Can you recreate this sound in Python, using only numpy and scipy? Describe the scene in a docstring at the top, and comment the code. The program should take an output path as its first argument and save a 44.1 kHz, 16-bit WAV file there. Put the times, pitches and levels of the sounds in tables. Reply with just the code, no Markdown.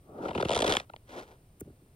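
"""Rubber rubs softly under a thumb in a quiet room: a stress ball, squeezed close to the microphone.
The rub is dense friction grains; then the skin sticks and slips in a crunching run, each slip a flurry
of snaps that the skin smears into a falling chirp. The ball swells back with a soft rustle, the thumb
peels off with a noise tick and a low plop, and the fingers shift. Shaped noise makes the room's rumble and hiss."""
import sys
import numpy as np
from scipy import signal
from scipy.fft import rfft, irfft
from scipy.io import wavfile

SR = 44100
rng = np.random.default_rng(int(sys.argv[2]) if len(sys.argv) > 2 else 0)


def int16_out(signal):
    """Quantize to a 16-bit WAV file."""
    q = np.round(np.clip(np.atleast_2d(signal).T, -1, 1) * 32767)
    wavfile.write(sys.argv[1], SR, q.astype(np.int16))


N = 85995
TIME = np.arange(N) / SR
BLOCK, LEAD_IN = 4096, 256  # samples: length of one short sound, and room before its first snap
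BLOCK_TIME = np.arange(BLOCK) / SR
LEVEL_WINDOW_S = 0.01  # a short sound's level counts its energy as if spread over this time


def from_db(db):
    """Decibels to gain."""
    return 10 ** (np.asarray(db) / 20)


def rms_one(x):
    """Scale to unit rms."""
    return x / np.sqrt(np.mean(x ** 2) + 1e-20)


def bins(size):
    """Frequencies of a spectrum [Hz], kept above zero for the logarithm."""
    return np.maximum(np.fft.rfftfreq(size, 1 / SR), 1)


def at_hz(points, hz, axis=1):
    """Read one column of a table on a log-frequency axis."""
    table = np.array(points)
    return np.interp(np.log(hz), np.log(table[:, 0]), table[:, axis])


def colour(x, points, pitch=1):
    """Filter by a spectral curve shifted by a pitch ratio; unit rms."""
    size = x.shape[-1]
    gain = from_db(at_hz(points, bins(size) / pitch))
    return rms_one(irfft(rfft(x) * gain, size))


def high_pass(x, hz, order=2):
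    """Remove the bass."""
    return signal.sosfilt(signal.butter(order, hz, "high", fs=SR, output="sos"), x)


def resonate(x, hz, q):
    """Pass through one resonance."""
    return signal.lfilter(*signal.iirpeak(hz, q, fs=SR), x)


def snaps(size, per_s, spread_db):
    """Tiny clicks at random moments, with random sign and uneven size."""
    hits = rng.random(size) < per_s / SR
    signs = rng.choice([-1, 1], size)
    sizes = from_db(spread_db * np.clip(rng.standard_normal(size), -2, 2))
    return hits * signs * sizes


def reflections(x, t60, low_hz):
    """A dying cloud of reflections, different on each side."""
    size = len(x)
    cloud = rng.standard_normal((2, size)) * from_db(-60 * TIME[:size] / t60)
    cloud /= np.sqrt(np.sum(cloud ** 2, axis=1, keepdims=True))
    return signal.fftconvolve(high_pass(x, low_hz)[None], cloud, axes=1)[:, :size]


# tone of the room's rumble and hiss: (frequency [Hz], relative level [dB])
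ROOM_TONE = [(25, -7), (42, 3.5), (62, -0.5), (120, 3.5), (180, -6.5), (500, -14), (1000, -25.5),
             (7000, -38), (9300, -28.5), (11600, -42), (13600, -33.5), (16000, -38)]
ROOM_TONE_DB = -59.5  # rms of each stream before the high-pass and the ports


def room_tone():
    """Three independent noise streams: one for the ports, and a left and right pair without bass."""
    air = from_db(ROOM_TONE_DB) * colour(rng.standard_normal((3, N)), ROOM_TONE)
    return ports(air[0]) + high_pass(air[1:], hz=810)


def room_echo(x):
    """The room's faint, quickly dying reverberation."""
    return from_db(-36) * reflections(x, t60=0.19, low_hz=250)


def scattered(x):
    """Reflections off hand and desk: a fresh short cloud, left and right, for each sound given."""
    return from_db(-7) * reflections(x, t60=0.01, low_hz=750)


TRAVEL_S, TRAVEL_POWER = 0.0032, 0.6695  # delay of a 1 kHz skin wave; how steeply lower waves slow


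def through_skin(x, travel_s):
    """Bending waves: the treble arrives first and the bass trails, so a click becomes a falling chirp."""
    size = x.shape[-1]
    delay = travel_s * (1000 / np.maximum(bins(size), 60)) ** TRAVEL_POWER
    delay = delay - delay[-1] / 2  # take off half the delay of the highest treble
    phase = 2 * np.pi * np.cumsum(delay) * SR / size  # delay summed over frequency gives phase
    return irfft(rfft(x) * np.exp(-1j * phase), size)


# the two voices of the rubbing: (frequency [Hz], relative level [dB])
MURMUR = [(40, -21.5), (170, -4), (330, 3), (550, 1.5), (950, -5), (1150, -18), (1400, -7.5), (1900, -23.5),
          (4000, -73.5)]
RUSTLE = [(600, -9), (1500, 9), (2500, -0.5), (3400, -0.5), (4800, -7), (6500, -9), (9500, -16),
          (11500, -22), (14000, -21.5), (16000, -30)]
# strokes of hand on rubber in the squeeze, the release and the finger shift:
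# (time [s], murmur level [dB], rustle level [dB])
PRESS_RUB = [(.04, -65.5, -106), (.095, -53, -86), (.19, -41, -65.5), (.25, -35.5, -51.5), (.335, -47, -60),
             (.37, -43.5, -50), (.47, -44.5, -50.5), (.63, -41.5, -44), (.69, -33, -37), (.74, -43.5, -36),
             (.79, -51.5, -47.5), (.85, -61.5, -65.5)]
RELEASE_RUB = [(1.05, -102, -81), (1.094, -55, -56), (1.162, -41.5, -49.5), (1.205, -44, -49),
               (1.25, -58.5, -64), (1.325, -56, -63.5), (1.41, -79, -93)]
FINGER_RUB = [(1.65, -58, -84), (1.685, -51.5, -85), (1.76, -76, -99)]
PRESS_PITCH, RELEASE_PITCH, FINGER_PITCH = 0.97, 1.24, 0.483  # shift of the murmur's tone
RUB_GRAINS_PER_S, GRAIN_SPREAD_DB = 4000, 2
GRIT_PER_S, GRIT_SPREAD_DB = 1400, 3.5  # the rustle crackles in fewer, more separate grains
FLUTTER_DB, FLUTTER_PER_S = 1.47, 70  # spread and rate of the random unevenness
LIGHT_DB, FIRM_DB, LIGHT_PITCH = -49.5, -38, 0.85  # a light touch murmurs duller than a firm one


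def rubbing(stroke, pitch):
    """Dense, fluttering friction grains from two patches of skin under the sliding hand."""
    s, *levels = np.transpose(stroke)
    murmur_db, rustle_db = (np.interp(TIME, s, db, left=-np.inf, right=-np.inf) for db in levels)
    firm = np.interp(murmur_db, [LIGHT_DB, FIRM_DB], [0, 1])
    wander = np.interp(TIME * FLUTTER_PER_S, np.arange(BLOCK), rng.standard_normal(BLOCK))
    flutter = from_db(FLUTTER_DB * wander)
    grains = snaps((2, N), RUB_GRAINS_PER_S, GRAIN_SPREAD_DB) * flutter
    chirps = through_skin(grains, TRAVEL_S)
    firm_murmur = firm * colour(chirps, MURMUR, pitch)
    light_murmur = (1 - firm) * colour(chirps, MURMUR, pitch * LIGHT_PITCH)
    crackle = snaps((2, N), GRIT_PER_S, GRIT_SPREAD_DB) * flutter
    rustle = from_db(rustle_db) * colour(crackle, RUSTLE)
    # one patch is heard directly, the other only by its reflections
    facing, hidden = from_db(murmur_db) * (firm_murmur + light_murmur) + rustle
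    return np.vstack([facing, scattered(hidden)])


def add(out, s, x, db):
    """Place a short sound as rows (direct, scattered left, scattered right); db sets the direct row."""
    start = int(s * SR)
    x = rms_one(x) * from_db(db) * np.sqrt(LEVEL_WINDOW_S * SR / BLOCK)
    out[:, start:start + BLOCK] += np.vstack([x, scattered(x)])[:, :N - start]


FIRST_SNAP = 1.94  # weight of the snap that opens a slip or a plop
# tone of the plop and of the tick: (frequency [Hz], relative level [dB])
PLOP_TONE = [(30, -26), (70, 12.5), (130, 6), (400, 4), (650, -15), (1100, -32.5), (1500, -16.5),
             (5000, -84)]
TICK_TONE = [(2000, -12), (4500, -20.5), (6500, -2.5), (9000, -0.5), (11500, -5), (14000, 1), (16000, -3)]
# plops of freed skin, and ticks of skin unsticking around the first plop: (time [s], level [dB])
PLOPS = [(1.6092, -37.5), (1.674, -49), (1.697, -51), (1.815, -57), (1.858, -64)]
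TICKS = [(1.6005, -56), (1.608, -46.5)]
TICK_FADE_S, PLOP_TRAVEL_S = 0.0018, 0.004  # the plop's travel time is also the fade of its snaps


def peels():
    """The thumb unsticks with swelling ticks; freed skin springs back with a rough low chirp."""
    out = np.zeros((3, N))
    for s, db in PLOPS:
        kick = snaps(BLOCK, GRIT_PER_S, GRIT_SPREAD_DB) * np.exp(-BLOCK_TIME / PLOP_TRAVEL_S)
        kick[0] += FIRST_SNAP
        chirp = through_skin(np.roll(kick, LEAD_IN), PLOP_TRAVEL_S)
        add(out, s - LEAD_IN / SR, colour(chirp, PLOP_TONE), db)
    middle = BLOCK / SR / 2
    for s, db in TICKS:
        swell = np.exp(-np.abs(BLOCK_TIME - middle) / TICK_FADE_S)
        tick = rng.standard_normal(BLOCK) * swell
        add(out, s - middle, colour(tick, TICK_TONE), db)
    return out


SNAPS_PER_S, SNAP_SPREAD_DB = 3000, 6  # tiny snaps within a slip
CATCH_SNAP = 2.64  # weight of the snap that closes a 10 ms slip
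TRAVEL_SPREAD, NEAR_TRAVEL_S = 0.156, 0.000577  # log spread of the thud's travel; travel of the crack
THUD_Q, LATE_THUD_Q = 1.65, 3.6  # the slipping patch rings more hollow once the squeeze has ended
RING_HZ, RING_Q, RING_GAIN = 3520, 8, 1.5  # ring of the brightest slips, before the spread between spots
RING_SPREAD = 0.08  # log spread of the ring's pitch from spot to spot
DULL_SIZZLE_DB, BRIGHT_SIZZLE_DB = -23, -8.5  # relative to the crack: early and late slips sizzle little
DULL_PITCH = 0.87  # dull slips crack lower
# the three voices of the skin: (frequency [Hz], relative level [dB])
BODY = [(30, -15.5), (65, 18.5), (220, 4), (350, 3.5), (620, 5), (800, -1), (960, 4.5), (1150, -10),
        (1330, 5.5), (1700, -7.5), (3500, -25)]
CRACK = [(400, -1.5), (1100, -2.5), (1900, -1), (2700, -2.5), (3500, -3.5), (4300, -7.5), (5300, -11.5),
         (6600, -35.5), (10000, -69)]
SIZZLE = [(3000, -30.5), (6000, 10), (8000, 5.5), (9900, 2), (11500, -6.5), (14000, -30), (16000, -17)]
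# brightness of the slips over the run: (time [s], brightness [0 dull to 1 bright])
BRIGHTNESS = [(.3, 0), (.42, 0.53), (.56, 1), (.77, 0.75), (.9, 0.21)]
# slips of the skin:
# (time [s], length [s], body level [dB], crack level [dB], resonance of the thud [Hz])
SLIPS = [(0.254, 0.0011, -32, -54.5, 480), (0.283, 0.01, -32.5, -42, 493), (0.306, 0.0085, -34, -46.5, 690),
         (.332, 0.00092, -51.5, -55, 480), (0.348, .005, -32, -41.5, 580), (0.355, 0.0091, -29, -44.5, 304),
         (.377, 0.0073, -28.5, -40, 312), (0.397, 0.0055, -28.5, -47, 660), (0.404, 0.0087, -29, -38, 380),
         (.426, 0.00096, -26, -40, 530), (0.449, 0.0067, -27, -38, 306), (0.486, 0.00092, -45.5, -41, 700),
         (0.4931, .0018, -27.5, -37, 574), (.506, 0.00065, -25.5, -37.5, 570),
         (.514, .005, -28.5, -35, 485), (0.5245, 0.0018, -33, -40, 556), (0.532, .0051, -28, -34.5, 640),
         (0.547, 0.0074, -34.5, -31.5, 437), (0.561, 0.0057, -25.5, -33, 498),
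         (0.5747, 0.0054, -36, -34.5, 697), (.589, .0044, -30.5, -33.5, 650),
         (0.6035, 0.0062, -28, -33.5, 459), (0.6203, 0.0063, -24.5, -30.5, 507),
         (.642, 0.0064, -24.5, -34, 670), (.664, 0.0041, -37, -35.5, 790), (.676, 0.0053, -27, -32, 330),
         (0.694, 0.01, -27.5, -31, 350), (0.709, 0.0049, -31, -35, 715), (0.723, 0.0057, -29.5, -28.5, 468),
         (0.737, 0.0026, -33.5, -34.5, 547), (0.75, 0.0043, -33, -33.5, 740), (.768, .002, -36.5, -27, 390),
         (0.7985, 0.0034, -42.5, -39, 830), (0.897, 0.0032, -48, -58.5, 814),
         (0.936, 0.00136, -43, -56, 840), (0.9631, 0.00077, -64.5, -51, 590)]


def slips():
    """Skin snaps loose, skids in smaller snaps and catches: a chirping thud, a ringing crack and sizzle."""
    out = np.zeros((3, N))
    for s, length, body_db, crack_db, thud_hz in SLIPS:
        bright = np.interp(s, *np.transpose(BRIGHTNESS))
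        skid = np.exp(-(BLOCK_TIME / length) ** 4)
        flurry = snaps(BLOCK, SNAPS_PER_S, SNAP_SPREAD_DB) * skid
        flurry[0] += FIRST_SNAP
        flurry[int(length * SR)] -= CATCH_SNAP * np.sqrt(length / 0.01)
        flurry = np.roll(flurry, LEAD_IN)
        start = s - LEAD_IN / SR
        far, spot = np.exp(rng.standard_normal(2) * [TRAVEL_SPREAD, RING_SPREAD])

        q = LATE_THUD_Q if s > PRESS_RUB[-1][0] else THUD_Q
        thud = resonate(through_skin(flurry, TRAVEL_S * far), thud_hz, q)
        add(out, start, colour(thud, BODY), body_db)

        near = through_skin(flurry, NEAR_TRAVEL_S)
        pitch = DULL_PITCH ** (1 - bright)
        ring = resonate(near, RING_HZ * pitch * spot, RING_Q)
        add(out, start, colour(near + RING_GAIN * ring, CRACK, pitch), crack_db)

        sizzle_db = crack_db + DULL_SIZZLE_DB * (1 - bright) + BRIGHT_SIZZLE_DB * bright
        add(out, start, colour(near, SIZZLE), sizzle_db)
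    return out


# the two microphone ports: (frequency [Hz], phase lead of left [rad], left minus right level [dB])
PORTS = [(400, 0, 0), (660, .3, 2.5), (790, -.3, 3.5), (1250, 1.6, 4), (1700, 3.2, -3), (2900, 6.2, 4),
         (3500, 7.1, 0), (5000, 7.1, 0), (6100, 8.8, -7), (7400, 8.9, 0), (9500, 6.3, 0), (13500, 0, 0)]


def ports(x):
    """A near sound reaches the two ports with different phase and level; their total power is kept."""
    hz = bins(2 * N)
    lead = np.exp(1j * at_hz(PORTS, hz))
    tilt = from_db(at_hz(PORTS, hz, axis=2))
    sides = np.array([tilt, 1 / lead]) * np.sqrt(2 / (1 + tilt ** 2))
    return irfft(rfft(x, 2 * N) * sides)[:, :N]


def scene():
    """The room's rumble and hiss, and the ball with its reflections."""
    rubs = rubbing(PRESS_RUB, PRESS_PITCH) + rubbing(RELEASE_RUB, RELEASE_PITCH)
    rubs += rubbing(FINGER_RUB, FINGER_PITCH)
    ball = rubs + peels() + slips()
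    direct, reflected = ball[0], ball[1:]
    return room_tone() + room_echo(direct) + reflected + ports(direct)


def record(dry):
    """A steep low-pass cuts the top: 70 dB down from 16.8 kHz."""
    return signal.sosfilt(signal.cheby2(14, 70, 16800, fs=SR, output="sos"), dry)


dry = scene()
out = record(dry)
int16_out(out)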